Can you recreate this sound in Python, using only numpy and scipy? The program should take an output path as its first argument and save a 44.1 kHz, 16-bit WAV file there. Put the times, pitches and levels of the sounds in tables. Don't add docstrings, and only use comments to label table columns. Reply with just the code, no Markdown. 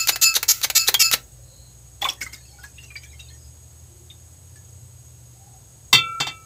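import sys
import numpy as np
from scipy import signal
from scipy.fft import rfft, irfft, next_fast_len
from scipy.io import wavfile
from scipy.ndimage import map_coordinates

SR = 44100
rng = np.random.default_rng(int(sys.argv[2]) if len(sys.argv) > 2 else 0)


def unload_audio(sound):
    columns = np.transpose(np.atleast_2d(sound))
    steps = np.round(np.clip(columns, -1, 1) * 32767)
    wavfile.write(sys.argv[1], SR, steps.astype(np.int16))


N = 284445
TOP_HZ = 15550


def amp(db):
    return 10 ** (np.asarray(db) / 20)


def unit(x):
    return x / np.sqrt(np.mean(x ** 2) + 1e-20)


def along(points, hz):
    point_hz, values = np.transpose(points)
    return np.interp(np.log(hz + 1), np.log(point_hz + 1), values)


def clock(seconds):
    return np.arange(int(seconds * SR)) / SR


def add(track, s, sound):
    at = round(s * SR)
    part = sound[max(-at, 0):max(N - at, 0)]
    track[max(at, 0):][:len(part)] += part


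def wobble(rate, size):
    knots = rng.standard_normal(int(size * rate / SR) + 4)
    return map_coordinates(knots, [np.arange(size) * rate / SR])


def filtered(x, response):
    padded = next_fast_len(len(x) + 8192)
    spectrum = rfft(x, padded) * response(np.fft.rfftfreq(padded, 1 / SR))
    return irfft(spectrum, padded)[:len(x)]


def noise(colour, size):
    return unit(filtered(rng.standard_normal(size), lambda hz: amp(along(colour, hz))))


def band(hz, width, size):
    return unit(filtered(rng.standard_normal(size), lambda f: np.exp(-2 * ((f - hz) / width) ** 2)))


def burst(colour, t, t60, attack):
    return noise(colour, len(t)) * amp(-60 * t / t60) * (1 - np.exp(-t / attack))


def swell(t, length, rise, t60):
    return np.minimum(t / rise, 1) * amp(-60 * np.maximum(t - length, 0) / t60)


def causal(colour):
    log_gain = np.log(amp(along(colour, np.fft.rfftfreq(1024, 1 / SR))))
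    cepstrum = irfft(log_gain)
    fold = 1 + np.sign(len(cepstrum) / 2 - np.arange(len(cepstrum)))
    fold[0] = 1
    return irfft(np.exp(rfft(cepstrum * fold)))


# frequency in Hz, level in dB per Hz.
BUZZ_COLOUR = [(180, -71.5), (300, -45), (877, -26), (1160, -32.5), (1750, -13.5), (2040, -17), (2610, -3),
               (3280, -14), (4720, -0.5), (7750, -0.5), (9760, -24), (11700, -2), (15500, -29)]
# frequency in Hz, level in dB per Hz.
JET_COLOUR = [(180, -49), (300, -25.5), (1180, -25.5), (1300, -2), (1750, -27.5), (1910, -11.5),
              (3870, -13), (7140, -5), (8560, -17.5), (15500, -6.5)]


def valve_buzz(t, length, rate_hz, hiss_db=-6):
    cycles = np.cumsum(rate_hz * (1 + .015 * wobble(90, len(t)))) / SR
    spits = np.diff(np.floor(cycles), prepend=-1) * amp(1.5 * wobble(400, len(t)))
    neck = rng.standard_normal(len(t)) * np.exp(-t / .0006)
    neck[0] += 3.5
    echoed = signal.fftconvolve(spits, neck)[:len(t)]
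    pulses = signal.fftconvolve(echoed, causal(BUZZ_COLOUR))[:len(t)]
    hiss = amp(hiss_db) * noise(JET_COLOUR, len(t))
    return unit(unit(pulses) + hiss) * swell(t, length, rise=0.012, t60=0.0229)


# frequency in Hz, level relative to the others in dB.
SINGING_MODES = [(1324, -35), (1599, -49.5), (2622, -26), (4303, -32.5), (4440, -32), (4620, -35),
                 (5033, -26), (5222, -38.5), (6790, -34.5), (7060, -28), (7305, -46), (7843, -43),
                 (10088, -40.5), (10944, -58), (11364, -52), (11940, -50), (13469, -43), (14142, -57.5),
                 (15342, -57)]


def singing_glass(t, push, fade_t60=0.12, lowest_t60=0.32, waver=0.74):
    drive = swell(np.maximum(t - .008, 0), push, rise=0.0072, t60=fade_t60)
    ring = np.zeros(len(t))
    for hz, db in SINGING_MODES:
        t60 = lowest_t60 * SINGING_MODES[0][0] / hz
        keep = amp(-60 / (SR * t60))
        level = signal.lfilter([1 - keep], [1, -keep], drive)
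        unsteady = wobble(hz / 28, len(t)) + 1j * wobble(hz / 28, len(t))
        scatter = waver * np.sqrt(hz / 4000) * unsteady
        tone = np.real((1 + scatter) * np.exp(2j * np.pi * (hz * t + rng.random())))
        ring += amp(db + 3.5) * level * tone
    return ring


# start in seconds, buzz length in seconds, spray level in dB,
# ring of the glass where the jet lands in dB.
SQUEEZE_STROKES = [(-.058, .036, -9.5, -4.5), (0.105, 0.0037, -33, -4.5), (.212, .031, -11, 2.5),
                   (0.48, .039, -11, -34), (0.749, .031, -10.5, -3.5), (0.992, .033, -11, 0)]
VALVE_HZ, JET_DB = 453.7, -15
PUSH_OVER_BUZZ = 1.745


def squeezes():
    out, t = np.zeros(N), clock(.4)
    for s, length, db, ring_db in SQUEEZE_STROKES:
        flutter = amp(0.5 * wobble(113, len(t)))
        jet = noise(JET_COLOUR, len(t)) * swell(t, length, rise=0.052, t60=0.41) * flutter
        spray = valve_buzz(t, length, VALVE_HZ) + amp(JET_DB) * jet
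        ring = singing_glass(t, PUSH_OVER_BUZZ * length)
        add(out, s, amp(db) * spray + amp(ring_db) * ring)
    return out


ENGINE_START_HZ, SPEEDUP_HZ_PER_S, LET_OFF_S, IDLE_HZ, SINK_S = 42, 10.1, 4.9, 49, .55
ENGINE_DB, ENGINE_DB_PER_OCTAVE, COAST_DB = -49.5, 6, -12


def engine():
    t = np.arange(N) / SR
    driven = ENGINE_START_HZ + SPEEDUP_HZ_PER_S * np.minimum(t, LET_OFF_S)
    load = np.exp(-np.maximum(t - LET_OFF_S, 0) / SINK_S)
    rate = IDLE_HZ + (driven - IDLE_HZ) * load
    speed_db = ENGINE_DB_PER_OCTAVE * np.log2(rate / rate.max())
    level = ENGINE_DB + speed_db + COAST_DB * (1 - load) + 1.5 * wobble(1.7, N)
    return amp(level) * unit(np.sin(2 * np.pi * np.cumsum(rate) / SR))


# frequency in Hz, level in dB per Hz.
AIR_COLOUR = [(25, -28.5), (40, -27), (65, 3.5), (135, 0), (200, -15), (400, -16.5), (800, -20.5),
              (1100, -25.5), (2200, -29), (5000, -25), (9500, -35.5), (10500, -23), (15500, -31.5)]
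# centre in Hz, width in Hz, mean level in dB.
HISS_BANDS = [(6670, 67, -58), (6625, 680, -59), (8050, 810, -57), (11100, 730, -68.5)]
# time of the peak in seconds, length in seconds, pitch in Hz, level in dB.
ROOM_TONES = [(1.49, .28, 540, -60), (1.601, 0.35, 4160, -57), (2.48, 0.51, 4400, -61),
              (2.59, 0.2, 800, -59), (3.44, .17, 5000, -60), (4.041, 0.37, 354, -58),
              (5.49, 0.29, 780, -56.5)]
FAINT_BLUR = 0.085


def background(air_db=-51, hum_db=-53, hum_hz=120):
    t = np.arange(N) / SR
    hum = amp(hum_db + 2.44 * wobble(1.646, N)) * unit(np.sin(2 * np.pi * hum_hz * t))
    hiss = sum(amp(db + 0.54 * wobble(3.5, N)) * band(hz, width, N) for hz, width, db in HISS_BANDS)
    out = amp(air_db) * noise(AIR_COLOUR, N) + hum + hiss + engine()
    for s, length, hz, db in ROOM_TONES:
        arch = np.sin(np.pi * clock(length) / length)
        add(out, s - length / 2, amp(db) * band(hz, FAINT_BLUR * hz, len(arch)) * arch)
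    return out


# frequency in Hz, level in dB per Hz.
SNAP_COLOUR = [(710, -26), (1200, -8), (2680, -5), (3280, -8.5), (4110, -3.5), (4570, -2), (5200, -11.5),
               (6940, -6), (8790, -26), (10300, -12), (15500, -8.5)]
# frequency in Hz, level in dB per Hz.
HOUSING_COLOUR = [(100, -19.5), (250, -11.5), (500, -4.5), (800, 0.5), (1200, -11), (2000, 1), (3500, -11)]


def click(t, knock_db, tick_db):
    snap = burst(SNAP_COLOUR, t, t60=0.044, attack=0.00075)
    tick = burst(JET_COLOUR, t, t60=.006, attack=.0001)
    knock = burst(HOUSING_COLOUR, t, t60=0.049, attack=0.00036)
    return amp(-12.0) * snap + amp(knock_db) * knock + amp(tick_db) * tick


# time of its end stop in seconds, stop level in dB,
# travel since the finger let go in seconds, letting-go click level in dB.
TRIGGER_RETURNS = [(.092, 4, .019, -5), (.364, -0.5, 0.023, -9.5), (.643, -1, 0.028, -14.5),
                   (.886, 3, 0.021, -18), (1.136, 4.5, .022, -4)]
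# time in seconds, level in dB.
FINGER_GRIPS = [(.159, -5.5), (.429, -1), (.7, -1), (.942, 4.5)]
# frequency in Hz, level in dB per Hz.
SLIDE_COLOUR = [(290, -62), (500, -34), (851, -28.5), (1250, -9), (2890, -9.5), (3850, 6.5), (5130, -2),
                (6180, 4), (8850, -10), (13200, -4.5), (15500, -19.5)]
SLIDE_S, SLIDE_DB = .016, -14


def trigger():
    out, t = np.zeros(N), clock(0.1486)
    for s, stop_db, travel, let_go_db in TRIGGER_RETURNS:
        rasp = noise(SLIDE_COLOUR, len(t)) * amp(2.9 * wobble(900, len(t)))
        slide = rasp * swell(t, SLIDE_S, rise=0.78 * SLIDE_S, t60=0.051)
        add(out, s - travel, amp(let_go_db) * click(t, knock_db=-33, tick_db=0))
        add(out, s - SLIDE_S, amp(SLIDE_DB) * slide)
        add(out, s, amp(stop_db) * click(t, knock_db=-17, tick_db=-12.5))
    for s, db in FINGER_GRIPS:
        add(out, s, amp(db) * click(t, knock_db=-22.5, tick_db=-7.5))
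    return out


def bubble(t, hz, t60, rise=0.0267, waver=0.019):
    pitch = hz * (1 + rise * np.minimum(t / t60, 1) + waver * wobble(383, len(t)))
    tone = np.sin(2 * np.pi * np.cumsum(pitch) / SR)
    return tone * amp(-60 * t / t60) * (1 - np.exp(-t / 0.0016))


# start in seconds, pitch in Hz, level in dB, t60 in seconds.
LOUD_BOTTLE_BUBBLES = [(.949, 3257, -2.5, 0.037)]
GULP_HZ, GULP_OCTAVES, GULP_DB, GULP_T60 = 814, 0.14, -28, 0.043


def gulps():
    out, t = np.zeros(N), clock(.1)
    for s, *_ in TRIGGER_RETURNS + FINGER_GRIPS:
        hz = GULP_HZ * 2 ** (GULP_OCTAVES * rng.standard_normal())
        add(out, s, amp(GULP_DB) * bubble(t, hz, GULP_T60))
    for s, hz, db, t60 in LOUD_BOTTLE_BUBBLES:
        add(out, s, amp(db) * bubble(t, hz, t60))
    return out


def droplets(t, mid_hz, octaves, seconds, cycles, count):
    when, pitch, size = rng.standard_normal((count, 3)).T[:, :, None]
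    start = seconds * np.abs(when) / 2
    hz = np.minimum(mid_hz * 2 ** (octaves * pitch), TOP_HZ)
    age = np.maximum(t[:len(t) // 2] - start, 0)
    level = amp(6.5 * size - 12 * start / seconds)
    envelope = np.exp(-age * hz / cycles) * (1 - np.exp(-age * hz / 2))
    grains = level * np.sin(2 * np.pi * hz * age) * envelope
    shower = np.pad(grains.sum(0), (0, len(t) - len(t) // 2))
    return shower / np.linalg.norm(shower) * np.sqrt(SR / 100)


# start in seconds, bubble pitch in Hz, bubble level in dB, relative fine spray level in dB.
LOUD_DROPS = [(2.018, 3384, -13, -28.5), (2.024, 788, -17.5, -46), (2.043, 3434, -11, -28),
              (2.052, 1065, -10.5, -37), (2.057, 2256, -20, -37), (2.087, 3350, -8.5, -29),
              (2.213, 2152, -17, -22.5), (2.263, 2066, -26, -41), (2.33, 2120, -33.5, -29.5),
              (2.586, 1452, -43.5, -51), (2.638, 1660, -30.5, -38.5), (2.782, 2770, -34.5, -56),
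              (2.835, 2760, -42, -40), (2.903, 2404, -35, -58), (2.955, 2296, -25.5, -54),
              (2.963, 4780, -30.5, -58), (3.033, 2363, -40.5, -39), (3.13, 2134, -44.5, -58),
              (3.193, 2740, -38, -41.5), (3.199, 3790, -34, -49), (3.285, 4170, -43.5, -62),
              (4.1, 3610, -34.5, -62), (4.558, 1716, -50, -45)]
# frequency in Hz, level in dB per Hz.
WASH_COLOUR = [(130, -4), (320, 3.5), (700, -6.5), (1600, -0.5), (3000, -1), (7800, -3), (9500, -15.5),
               (12000, -1.5), (15500, -5)]
BUBBLE_T60, CHURN_HALVES_DB = 0.028, 18
SPLASH_DB = -15.5


def drops(spray_hz=6800, wash_db=-10, slap_db=-25, lead=.007):
    out, t = np.zeros(N), clock(0.46)
    for s, hz, db, spray_db in LOUD_DROPS:
        t60 = BUBBLE_T60 * 2 ** (-db / CHURN_HALVES_DB)
        splash = droplets(t, hz, octaves=0.45, seconds=.024, cycles=8.0, count=30)
        spray = droplets(t, spray_hz, octaves=.33, seconds=0.036, cycles=9, count=40)
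        wash = burst(WASH_COLOUR, t, t60=0.14, attack=0.005) * amp(3 * wobble(200, len(t)))
        plop = bubble(t, hz, t60) + amp(SPLASH_DB) * splash
        add(out, s, amp(db) * plop + amp(spray_db - 6.0) * spray)
        add(out, s - lead, (amp(spray_db + wash_db) + amp(db + slap_db)) * wash)
    return out


def trickle(start=2.1, end=3.35, loudest_db=-51, mid_hz=3200, count=110):
    out, t = np.zeros(N), clock(.1)
    for when, pitch, size in rng.random((count, 3)):
        hz = mid_hz * 2 ** (2 * pitch - 1)
        blip = bubble(t, hz, t60=0.14)
        add(out, start + when * (end - start), amp(loudest_db + 10 * (size - 1.0)) * blip)
    return out


# start in seconds, clack level in dB, ring level in dB,
# bench thump level in dB, share of the base resting on the tiles from 0 to 1.
FLASK_CONTACTS = [(5.928, -7.5, 6.5, -32.5, 1), (5.940, -19.5, 6.5, -21.5, 0.7),
                  (5.962, -30.5, -1.5, -29, 0), (6.201, -15.5, -6, -32, 0.46),
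                  (6.267, -20.5, -11, -35.5, 0.88)]
# frequency in Hz, level in dB, free t60 in seconds,
# level change in dB with the base fully resting.
FLASK_MODES = [(500, -41, 0.69, -2), (1004, -23.5, 0.024, 19), (1311, -37.5, 3.6, 9.5),
               (1347, -27.5, 5.1, -21.5), (2030, -21, 0.14, 4), (2290, -31.5, 0.51, -1),
               (2308, -25, 0.6, 0), (2673, -15.5, 0.29, -5), (2710, -19, 0.29, 0.5), (3114, -20.5, 0.14, 3),
               (3180, -14, 0.14, -3.5), (3516, -11.5, 0.21, -5), (3630, -9, 0.093, 0.5),
               (3810, -9, 0.023, 6.5), (4264, -19.5, 0.14, -1.5), (4580, -16, 0.074, 3),
               (4614, -13.5, 0.072, 0.5), (5640, -25, 0.071, 10.5), (7084, -37.5, 0.049, 0)]
# frequency in Hz, level in dB per Hz.
CLACK_COLOUR = [(120, -35.5), (200, -14), (585, -25), (1050, -14), (1880, -12.5), (2060, -6.5), (2470, -17),
                (3550, -11.5), (4030, -18.5), (4660, -4), (5300, -18.5), (7480, -7.5), (9310, -27),
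                (15500, -16.5)]
# frequency in Hz, level in dB per Hz.
TILE_COLOUR = [(120, -27), (260, -5), (360, -3), (550, -8), (780, 6), (1050, -1.5), (1400, -6),
               (2500, -32.5)]
# frequency in Hz, level in dB per Hz.
BENCH_COLOUR = [(40, -41), (100, -1), (150, 2), (200, -22), (400, -14.5), (1000, -62)]


def flask_ring(t, resting):
    ring = np.zeros(len(t))
    for hz, db, t60, rest_db in FLASK_MODES:
        tone = np.sin(2 * np.pi * (hz * t + rng.random()))
        ring += amp(db + resting * rest_db - 60 * t / t60) * tone
    return ring * amp(-resting * 60 * t) * (1 - np.exp(-t / 0.008))


def flask_down(soft_hz=7000):
    out, t = np.zeros(N), clock(0.76)
    next_contact = [row[0] for row in FLASK_CONTACTS[1:]] + [np.inf]
    for (s, clack_db, ring_db, thump_db, resting), until in zip(FLASK_CONTACTS, next_contact):
        choke = amp(-60 * np.maximum(s + t - until, 0) / 0.019)
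        ring = flask_ring(t, resting) * choke
        tile_knock = burst(TILE_COLOUR, t, t60=0.089, attack=0.0043)
        clack = burst(CLACK_COLOUR, t, t60=0.12, attack=0.0015) + amp(-8.5) * tile_knock
        cutoff = np.clip(soft_hz * amp(clack_db + 14), 2000, 18000)
        clack = signal.lfilter(*signal.butter(1, cutoff, fs=SR), clack)
        thump = burst(BENCH_COLOUR, t, t60=0.16, attack=0.0013)
        add(out, s, amp(clack_db) * clack + amp(ring_db) * ring + amp(thump_db) * thump)
    return out


# frequency in Hz, t60 in seconds.
ROOM_DECAY = [(150, 0.56), (1000, 0.19), (5000, 0.14), (15000, 0.11)]


def room(x):
    hz, t, grid = signal.stft(rng.standard_normal(SR // 2), SR, nperseg=256)
    decay = amp(-60 * t / along(ROOM_DECAY, hz)[:, None])
    tail = signal.istft(grid * decay, SR, nperseg=256)[1]
    return signal.fftconvolve(x, np.pad(tail, (int(.004 * SR), 0)) / np.linalg.norm(tail))[:N]


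def scene():
    handling = squeezes() + trigger() + gulps() + flask_down()
    liquid = drops() + trickle()
    echoes = amp(-14) * room(handling) + amp(-11) * room(liquid)
    return (handling + liquid + echoes + background())[None]


def record(dry):
    rounded = dry[0] / (1 + np.abs(dry[0]) ** 4) ** (1 / 4)
    return filtered(rounded, lambda hz: hz < TOP_HZ)[None]


dry = scene()
out = record(dry)
unload_audio(out)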